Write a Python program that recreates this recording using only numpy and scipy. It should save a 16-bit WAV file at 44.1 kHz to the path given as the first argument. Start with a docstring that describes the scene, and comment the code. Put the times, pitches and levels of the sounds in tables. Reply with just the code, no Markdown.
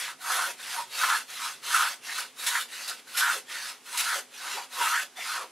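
"""A cluttered workshop, where a small hand plane runs to and fro along a thin strip of soft wood.
Brittle fracture of the fibres under the blade makes a gritty hiss, which jumps at harder grain.
The slipping blade forces the strip's modes into chatter and lower flexing tones, and stick-slip
friction of the sole adds brief squeaks. A quiet room hum lies under the strokes, and a pair of
microphones at the side receives the direct sound with a short reverberation."""
import sys
import numpy as np
from scipy import signal
from scipy.fft import rfft, irfft, next_fast_len
from scipy.io import wavfile
from scipy.ndimage import uniform_filter1d

SR = 44100
rng = np.random.default_rng(int(sys.argv[2]) if len(sys.argv) > 2 else 0)


def persist_wave(psi):
    """Save psi, clipped to +-1, as 16-bit WAV."""
    counts = np.round(np.clip(psi, -1, 1) * 32767).astype(np.int16)
    wavfile.write(sys.argv[1], SR, np.atleast_2d(counts).T)


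N = 242991
TIME_S = np.arange(N) / SR


def gain_of(db):
    """Decibel law: 20 dB is a factor of ten in amplitude."""
    return 10 ** (np.asarray(db) / 20)

def unit_rms(x):
    """Normalisation to a mean power of 1."""
    return x / np.sqrt(np.mean(x ** 2) + 1e-20)

def curve_at(points, hz):
    """Interpolation on a logarithmic frequency axis."""
    f, value = np.transpose(points)
    return np.interp(np.log(hz + 1), np.log(f + 1), value)

def colour(x, points, share=1):
    """Linear filtering by a gain curve in dB, scaled by share."""
    size = next_fast_len(N + 4096)
    gain = gain_of(share * curve_at(points, np.fft.rfftfreq(size, 1 / SR)))
    return irfft(rfft(x, size) * gain, size)[..., :N]

def resonate(x, hz, *widths_hz):
    """Resonances in series, one per width, by heterodyning: shift hz to zero, smooth, shift back."""
    carrier = np.exp(2j * np.pi * np.cumsum(hz * np.ones(len(x))) / SR)
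    for width in widths_hz:
        pole = np.exp(-np.pi * width / SR)
        x = 2 * (carrier * signal.lfilter([1 - pole], [1, -pole], x / carrier + 1e-18)).real
    return x

def ring(x, modes):
    """Modal superposition: fixed resonances add, neighbours with opposite sign."""
    size = next_fast_len(N + 8192)
    hz = np.fft.rfftfreq(size, 1 / SR)
    body = sum((-1) ** k * gain_of(db) * 1j * hz * width / (f ** 2 - hz ** 2 + 1j * hz * width)
               for k, (f, width, db) in enumerate(modes))
    return irfft(rfft(x, size) * body, size)[:N]

def drifting(x, frames, bins, depth):
    """Smooth random modulation of the spectrum: real depth varies amplitude, imaginary depth phase."""
    spectrum = signal.stft(x, nperseg=512, noverlap=384)[2]
    field = rng.standard_normal(spectrum.shape[::-1]).T
    for axis, span in enumerate((bins, frames)):
        field = uniform_filter1d(uniform_filter1d(field, size=span, axis=axis), size=span, axis=axis)
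    return signal.istft(spectrum * np.exp(depth * unit_rms(field)), nperseg=512, noverlap=384)[1][:N]

def impulses(per_s, spread_db, lumpy_db, lump_s):
    """Shot noise: random clicks of uneven size, stronger in lumps where the grain is denser."""
    size = gain_of(spread_db * np.minimum(rng.exponential(1, N), 5)) * rng.standard_normal(N)
    window = np.hanning(max(round(lump_s * SR), 3))
    lumps = unit_rms(signal.oaconvolve(rng.standard_normal(N), window, "same"))
    return unit_rms(size * (rng.random(N) < per_s / SR) * gain_of(lumpy_db * lumps))


# Spectrum of the room noise: frequency_hz, relative_density_db
AIR_SPECTRUM = [(18, -83), (30, -35), (198, -11), (237, -10.5), (457, -3.5), (521, -36), (659, -5.5),
                (1300, -6), (3170, -6.5), (3520, -9), (10300, -13.5), (13700, -24), (15700, -34)]
# Faint hum: pitch_hz, level_db
HUM_TONES = [(247.6, -71)]
# Envelope of the low drone: time_s, level_db
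DRONE_LEVELS = [(0.0, -75.5), (0.57, -79), (0.77, -74), (1.24, -88), (1.49, -74.5), (2.79, -91),
                (3.22, -85), (4.53, -87), (5.51, -85)]

def room_hum(air_db=-56.5, drone_hz=136):
    """Filtered noise: a broad band is heard as steady air, narrow bands as a wavering hum and drone."""
    air = gain_of(air_db) * unit_rms(colour(rng.standard_normal(N), AIR_SPECTRUM))
    for hz, db in HUM_TONES:
        air += gain_of(db) * unit_rms(resonate(rng.standard_normal(N), hz, 22.6))
    drone = resonate(rng.standard_normal(N), drone_hz, 25, 25)
    return air + unit_rms(drone) * gain_of(np.interp(TIME_S, *np.transpose(DRONE_LEVELS)))


# Hiss envelopes, one list of points per stroke: time_s, level_db
STROKE_LEVELS = [
    [(0, -31), (.064, -37.5), (.114, -41), (.17, -69)],
    [(.195, -57.5), (.22, -44.5), (.273, -37), (.331, -30.5), (.46, -36.5), (.509, -39), (.565, -60)],
    [(.572, -54), (.604, -41), (.664, -40.5), (.73, -34), (.804, -37), (.866, -53.5), (.89, -54)],
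    [(.895, -52.5), (.925, -39.5), (.967, -35), (1.025, -27.5), (1.06, -29.5), (1.175, -32.5),
     (1.233, -48.5), (1.265, -60)],
    [(1.27, -56), (1.304, -40.5), (1.39, -39), (1.45, -32.5), (1.518, -40.5), (1.6, -57)],
    [(1.612, -61), (1.638, -40.5), (1.74, -27), (1.8, -28.5), (1.934, -38), (1.99, -62)],
    [(2.02, -56), (2.056, -40), (2.12, -37), (2.2, -33.5), (2.27, -47), (2.31, -59)],
    [(2.355, -62), (2.395, -40.5), (2.458, -35), (2.5, -33.5), (2.613, -33.5), (2.68, -58)],
    [(2.685, -50), (2.733, -40.5), (2.82, -39), (2.872, -41), (2.905, -35), (2.965, -50), (3.0, -50),
     (3.02, -62)],
    [(3.055, -66), (3.08, -49), (3.135, -44), (3.168, -33.5), (3.21, -29), (3.275, -33.5), (3.33, -32),
     (3.386, -39), (3.44, -64)],
    [(3.465, -59), (3.501, -40.5), (3.54, -37), (3.63, -39), (3.691, -36.5), (3.78, -57.5)],
    [(3.835, -64), (3.865, -46.5), (3.966, -35.5), (4.02, -32.5), (4.114, -32.5), (4.188, -35),
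     (4.255, -63)],
    [(4.315, -56), (4.341, -46), (4.47, -36.5), (4.541, -34.5), (4.61, -40.5), (4.65, -45), (4.685, -62)],
    [(4.695, -58), (4.731, -41), (4.79, -34.5), (4.825, -30.5), (4.917, -31.5), (5.03, -37), (5.095, -66)],
    [(5.15, -63), (5.17, -43), (5.25, -37.5), (5.302, -35), (5.368, -35), (5.434, -43.5), (5.5, -64)],
]

def strokes():
    """Reciprocating motion: hiss level, stroke number, progress 0-1 and contact with the wood 0-1."""
    stroke, progress, contact = np.zeros(N, int), np.zeros(N), np.zeros(N)
    for k, points in enumerate(STROKE_LEVELS):
        start_s, end_s = points[0][0], points[-1][0]
        begun = TIME_S > start_s - 0.01
        contact[begun & (TIME_S < end_s + 0.01)] = 1
        progress[begun] = np.clip((TIME_S[begun] - start_s) / (end_s - start_s), 0, 1)
        stroke[begun] = k
    hiss_db = np.interp(TIME_S, *np.concatenate(STROKE_LEVELS).T)
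    return hiss_db, stroke, progress, uniform_filter1d(contact, size=600)


# Modes of the plane's body and blade: frequency_hz, bandwidth_hz, gain_db
PLANE_MODES = [(2696, 300, -15), (3664, 120, -1), (4610, 67, -17), (4270, 65, -1.5), (6320, 52, -13)]
# Spectral shaping of the snapping fibres: frequency_hz, gain_db
GRIT_SPECTRUM = [(300, -38.5), (600, -18), (1200, -4.5), (2000, 0), (3000, -2.5), (5000, -3), (7500, -7.5),
                 (11200, -10), (13000, -17.5), (15700, -26)]

def fibre_hiss(slide, bite, rasp_hz, fizz_db, bite_fizz_db=-2.5, fizz_above_hz=7500):
    """Brittle fracture: snapping fibres make broadband noise and excite the modes of the plane."""
    fibres = impulses(per_s=22000, spread_db=-0.5, lumpy_db=0.57, lump_s=0.017)
    grit = fibres + 3.84 * ring(fibres, PLANE_MODES) + 1.17 * resonate(fibres, rasp_hz, 750)
    # the curling shaving colours the hiss in patches that come and go
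    grit = drifting(colour(grit, GRIT_SPECTRUM), frames=12, bins=2, depth=0.3)
    low = signal.sosfilt(signal.butter(2, fizz_above_hz, fs=SR, output="sos"), grit[::-1])[::-1]
    low = signal.sosfilt(signal.butter(2, fizz_above_hz, fs=SR, output="sos"), low)  # zero net phase
    hiss = unit_rms(low) * gain_of(-2) * np.hypot(slide, bite)
    fizz = unit_rms(grit - low) * np.hypot(slide * gain_of(fizz_db), bite * gain_of(bite_fizz_db))
    return hiss + fizz


def with_spells(light, light_hz, spells, light_uneven=0, fall_db=-8.5):
    """Incoherent addition: spells add power to a light layer; pitch and unevenness average by power."""
    power = light ** 2
    pitch_sum, uneven_sum = power * light_hz, power * light_uneven
    for peak_s, half_s, db, hz, glide, *uneven in spells:
        near = np.arange(max(round((peak_s - 3 * half_s) * SR), 0),
                         min(round((peak_s + 3 * half_s) * SR), N))
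        offset = (near / SR - peak_s) / half_s
        spell = gain_of(db + fall_db * offset ** 2) ** 2
        power[near] += spell
        pitch_sum[near] += spell * (hz + glide * half_s * np.clip(offset, -2, 2))
        uneven_sum[near] += spell * sum(uneven)
    return np.sqrt(power), pitch_sum / power, uneven_sum / power

def radiated(x, cutoff_hz):
    """Acoustic short circuit: a narrow strip radiates little bass. The result is held near rms 1."""
    x = signal.sosfilt(signal.butter(4, cutoff_hz, "high", fs=SR, output="sos"), x)
    # the hand sets the level, whatever modes the pitch meets
    return x / np.sqrt(uniform_filter1d(x ** 2, size=5000) + 1e-12)


# Modes of the wooden strip: frequency_hz, bandwidth_hz, gain_db
STRIP_MODES = [(344, 96, 5.5), (389, 39, -24), (518, 11.6, 2.5), (677, 13, -33), (740.5, 32.6, 6.5),
               (903.5, 14.4, 12), (956.2, 10.1, 15), (1079, 58, 9), (1250, 85, 5.5), (1341, 78, 6),
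               (1401.7, 18.4, 8.5), (1517, 48, 7.5), (1693, 43, 0.5), (1823, 29, 7.5), (1953, 23, 1),
               (2060, 47, 4.5), (2269, 15, 0)]
# Spells of hard chatter: peak_s, half_length_s, level_db, pitch_hz, glide_hz_per_s, unevenness_ratio
CHATTER_SPELLS = [(0.089, 0.037, -40.5, 1510, -1000, 0.65), (0.323, 0.065, -29.5, 1390, -1000, 0.45),
                  (.425, 0.047, -27, 1410, 1500, .3), (0.795, 0.025, -31.5, 900, 300, 0.2),
                  (1.04, 0.049, -26.5, 1450, -600, 0.1), (1.125, .055, -24.5, 1430, 2000, .5),
                  (1.456, 0.05, -37, 1280, 300, 0.6), (1.76, 0.04, -23, 1390, -1500, 0.08),
                  (1.83, 0.048, -25, 1380, 2000, .3), (2.11, 0.029, -34.5, 2100, -2000, 0.6),
                  (2.193, 0.047, -38.5, 1390, 300, 0.5), (2.487, 0.014, -32, 1490, 300, 0),
                  (2.565, 0.035, -24.5, 1560, -300, 0), (2.915, 0.026, -42.5, 1460, 300, .5),
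                  (3.22, 0.036, -27, 1450, 300, 0.02), (3.275, 0.054, -23.5, 1510, -600, 0.22),
                  (3.571, 0.064, -40, 1860, -300, 0.4), (4.12, 0.039, -24.5, 1580, 800, 0.05),
                  (4.469, 0.051, -39, 1190, -1000, 0.7), (4.585, 0.037, -36, 980, -300, 0.1),
                  (4.84, 0.048, -27, 1200, 4000, 0.53), (4.945, 0.058, -24, 1516, 3501, 0.06),
                  (5.218, 0.024, -34.5, 2300, -2000, 0.4), (5.3, 0.054, -37.5, 1280, -500, .5),
                  (5.38, 0.058, -34, 1250, -3500, .5)]

def blade_chatter(slips, light_db, light_hz):
    """Forced vibration: the blade slips at an uneven rate and the strip selects its own modes."""
    level, hz, uneven = with_spells(gain_of(light_db), light_hz, CHATTER_SPELLS, light_uneven=0.72)
    narrow = resonate(slips, hz, 660, 780, 930)
    wide = resonate(slips, hz, 970, 1100)
    drive = (1 - uneven) * narrow + 2.44 * uneven * wide
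    # the travelling plane crosses the nodes of some modes and the antinodes of others
    rung = drifting(ring(drive, STRIP_MODES) + 0.51 * drive, frames=10, bins=2, depth=0.28)
    return radiated(rung, cutoff_hz=664) * level


# Spells of strong bending: peak_s, half_length_s, level_db, pitch_hz, glide_hz_per_s
FLEX_SPELLS = [(0.356, 0.091, -36.5, 723, -100), (0.5, .03, -44, 600, -500), (.77, 0.043, -45, 705, -500),
               (1.052, 0.11, -50, 647, 502.5), (1.836, 0.027, -47, 605, 300),
               (1.927, 0.027, -53, 660, -500), (2.903, 0.026, -51, 630, -500),
               (3.349, 0.035, -45, 563, -3000), (4.17, 0.035, -43.5, 575, -1500),
               (4.467, 0.038, -48, 640, -500), (4.58, 0.027, -48, 530, 300), (4.812, 0.034, -44, 595, 1000),
               (5.04, 0.021, -50, 636, -300), (5.186, 0.016, -46, 635, -300),
               (5.402, 0.055, -46, 590, -1800)]

def strip_flex(slips, hiss_db, progress, ends_hz=494, middle_hz=652):
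    """Flexural vibration: slower slips bend the whole strip in its lowest modes."""
    # bending follows the hiss and grows as the plane slows late in the stroke
    light_db = -60 + 0.61 * (hiss_db + 40) + 1.5 * progress ** 2
    light_hz = ends_hz + (middle_hz - ends_hz) * np.sin(np.pi * progress)
    level, hz, _ = with_spells(gain_of(light_db), light_hz, FLEX_SPELLS)
    bend = resonate(slips, hz, 230, 314)
    return radiated(ring(bend, STRIP_MODES) + 0.5 * bend, cutoff_hz=330) * level


# Squeaks of the sole: start_s, length_s, start_hz, end_hz, level_db
SOLE_SQUEAKS = [(0.753, 0.099, 920, 943, -33), (3.142, 0.045, 1420, 1414, -35.5),
                (3.337, 0.045, 597, 404, -51), (3.925, 0.05, 946, 965, -40.5),
                (4.157, 0.057, 566, 485, -49), (4.531, 0.049, 382, 470, -51.5),
                (4.54, 0.11, 965, 940, -41.5), (4.774, 0.039, 510, 520, -50), (4.796, 0.037, 963, 947, -28),
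                (5.164, 0.05, 690, 670, -55), (5.385, 0.054, 506, 497, -49), (5.418, 0.055, 943, 966, -49)]

def sole_squeaks():
    """Stick-slip friction: the sole locks to one mode of the strip, and a narrow tone swells and dies."""
    out = np.zeros(N)
    for start_s, length_s, start_hz, end_hz, db in SOLE_SQUEAKS:
        friction = rng.standard_normal(SR // 4)
        progress = np.minimum(np.arange(len(friction)) / SR / length_s, 1)
        tone = resonate(friction, start_hz + (end_hz - start_hz) * progress, 40, 58)
        tone /= np.sqrt(uniform_filter1d(tone ** 2, size=1200))
        swell = np.sin(np.pi * progress) ** 1.5
        span = out[round(start_s * SR):][:len(tone)]
        span += (gain_of(db) * swell * tone)[:len(span)]
    return out


# Patches of harder grain: start_s, level_db, length_s
HARD_PATCHES = [(1.741, -31, 0.028), (2.179, -38, 0.03), (2.464, -28, 0.028), (2.877, -35, 0.023),
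                (3.171, -28, 0.04), (3.973, -28.5, 0.04), (5.176, -67, 0.032), (5.351, -45, 0.017)]

def blade_bites(attack_s=0.0012, release_s=0.0026):
    """Exponential rise and decay: the envelope of added hiss as the blade bites into harder grain."""
    envelope = np.zeros(N)
    for start_s, db, length_s in HARD_PATCHES:
        age_s = np.maximum(TIME_S - start_s, 0)
        rise = 1 - np.exp(-age_s / attack_s)
        envelope += gain_of(db) * rise * np.exp(-np.maximum(age_s - length_s, 0) / release_s)
    return envelope


# Pitch glides in each direction: chatter_start_hz, chatter_end_hz, rasp_start_hz, rasp_end_hz
RETURN_GLIDES = (1730, 1300, 3350, 3400)
PUSH_GLIDES = (1410, 1540, 4050, 3430)
# Grain under each stroke: chatter_over_hiss_db, rasp_middle_hz, fizz_over_hiss_db
STROKE_GRAIN = [(-9.5, 3700, -8.5), (-5.5, 3350, -3), (-7, 3800, -7), (-12.5, 3620, -6.5), (-8.5, 3930, -7),
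                (-7, 3750, -6.5), (-11, 4100, -8), (-8, 3640, -4), (-8.5, 4500, -8), (-9, 3500, -5.5),
                (-7.5, 4500, -8), (-6.5, 3700, -5), (-11, 3850, -9), (-6, 3320, -5.5), (-7, 3750, -8.5)]

def hand_plane():
    """Superposition of hiss, chatter and flex over alternating strokes, a return first."""
    hiss_db, stroke, progress, contact = strokes()
    glides = np.array([RETURN_GLIDES, PUSH_GLIDES])[stroke % 2]
    chatter_start_hz, chatter_end_hz, rasp_start_hz, rasp_end_hz = glides.T
    chatter_db, rasp_middle_hz, fizz_db = np.array(STROKE_GRAIN)[stroke].T
    rasp_hz = rasp_start_hz + (rasp_end_hz - rasp_start_hz) * progress
    rasp_hz += (rasp_middle_hz - (rasp_start_hz + rasp_end_hz) / 2) * np.sin(np.pi * progress)
    chatter_hz = chatter_start_hz + (chatter_end_hz - chatter_start_hz) * progress
    hiss = fibre_hiss(gain_of(hiss_db) * contact, blade_bites(), rasp_hz, fizz_db)
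    slips = impulses(per_s=6000, spread_db=3.5, lumpy_db=0.5, lump_s=0.0041)
    chatter = blade_chatter(slips, hiss_db + chatter_db, chatter_hz)
    flex = strip_flex(slips, hiss_db, progress)
    return hiss + (chatter + flex) * contact


# Reverberation time of the workshop: frequency_hz, t60_s
ROOM_DECAY = [(300, 0.39), (1500, 0.12), (5000, 0.19), (14000, 0.12)]

def reverberation(x, delay_s, slot=12):
    """Diffuse reflection: one echo of random sign per slot of samples, each band dying at its own rate."""
    taps = np.zeros(SR // 2)
    slots = np.arange(round(delay_s * SR), len(taps) - slot, slot)
    taps[slots + rng.integers(0, slot, len(slots))] = rng.choice([-1., 1.], len(slots))
    hz, t, spectrum = signal.stft(taps, SR, nperseg=128)
    decay = gain_of(-60 * t / curve_at(ROOM_DECAY, hz)[:, None])
    response = signal.istft(spectrum * decay, SR, nperseg=128)[1]
    return signal.fftconvolve(x, response / np.linalg.norm(response))[:N]


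# Filter on the sound that differs between the microphones: frequency_hz, gain_db
SIDE_SPECTRUM = [(60, -16), (200, -29), (380, -27), (1290, -27.5), (2380, -34), (4400, -21.5), (8120, -14),
                 (10500, -11.5), (13000, -9), (15000, -13)]
# Channel balance: frequency_hz, left_over_right_db
BALANCE = [(200, 0), (2400, -0.3), (4400, -0.3), (8000, -1.4), (15000, -1.5)]

def scene():
    """Mid-side stereo: the microphones share the direct sound, while reflections differ between them."""
    direct = hand_plane() + sole_squeaks()
    mid_echo = reverberation(direct, delay_s=0.006)
    side_echo = reverberation(direct, delay_s=0.0032)
    mid = direct + gain_of(-12.5) * mid_echo + room_hum()
    # near reflections shift in phase as the arm moves
    shifting = drifting(direct, frames=15, bins=6, depth=3j)
    side = colour(shifting + gain_of(4.5) * side_echo + gain_of(13.5) * room_hum(), SIDE_SPECTRUM)
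    return np.array([colour(mid + side, BALANCE, share=0.5), colour(mid - side, BALANCE, share=-0.5)])

def record(dry):
    """Band limiting: a bass cut, then a steep treble cut."""
    low_hz, high_hz = 95, 15740
    cut = signal.sosfilt(signal.butter(3, low_hz, "high", fs=SR, output="sos"), dry)
    return signal.oaconvolve(cut, signal.firwin(1023, high_hz, window=("kaiser", 9), fs=SR)[None], "same")


dry = scene()
out = record(dry)
persist_wave(out)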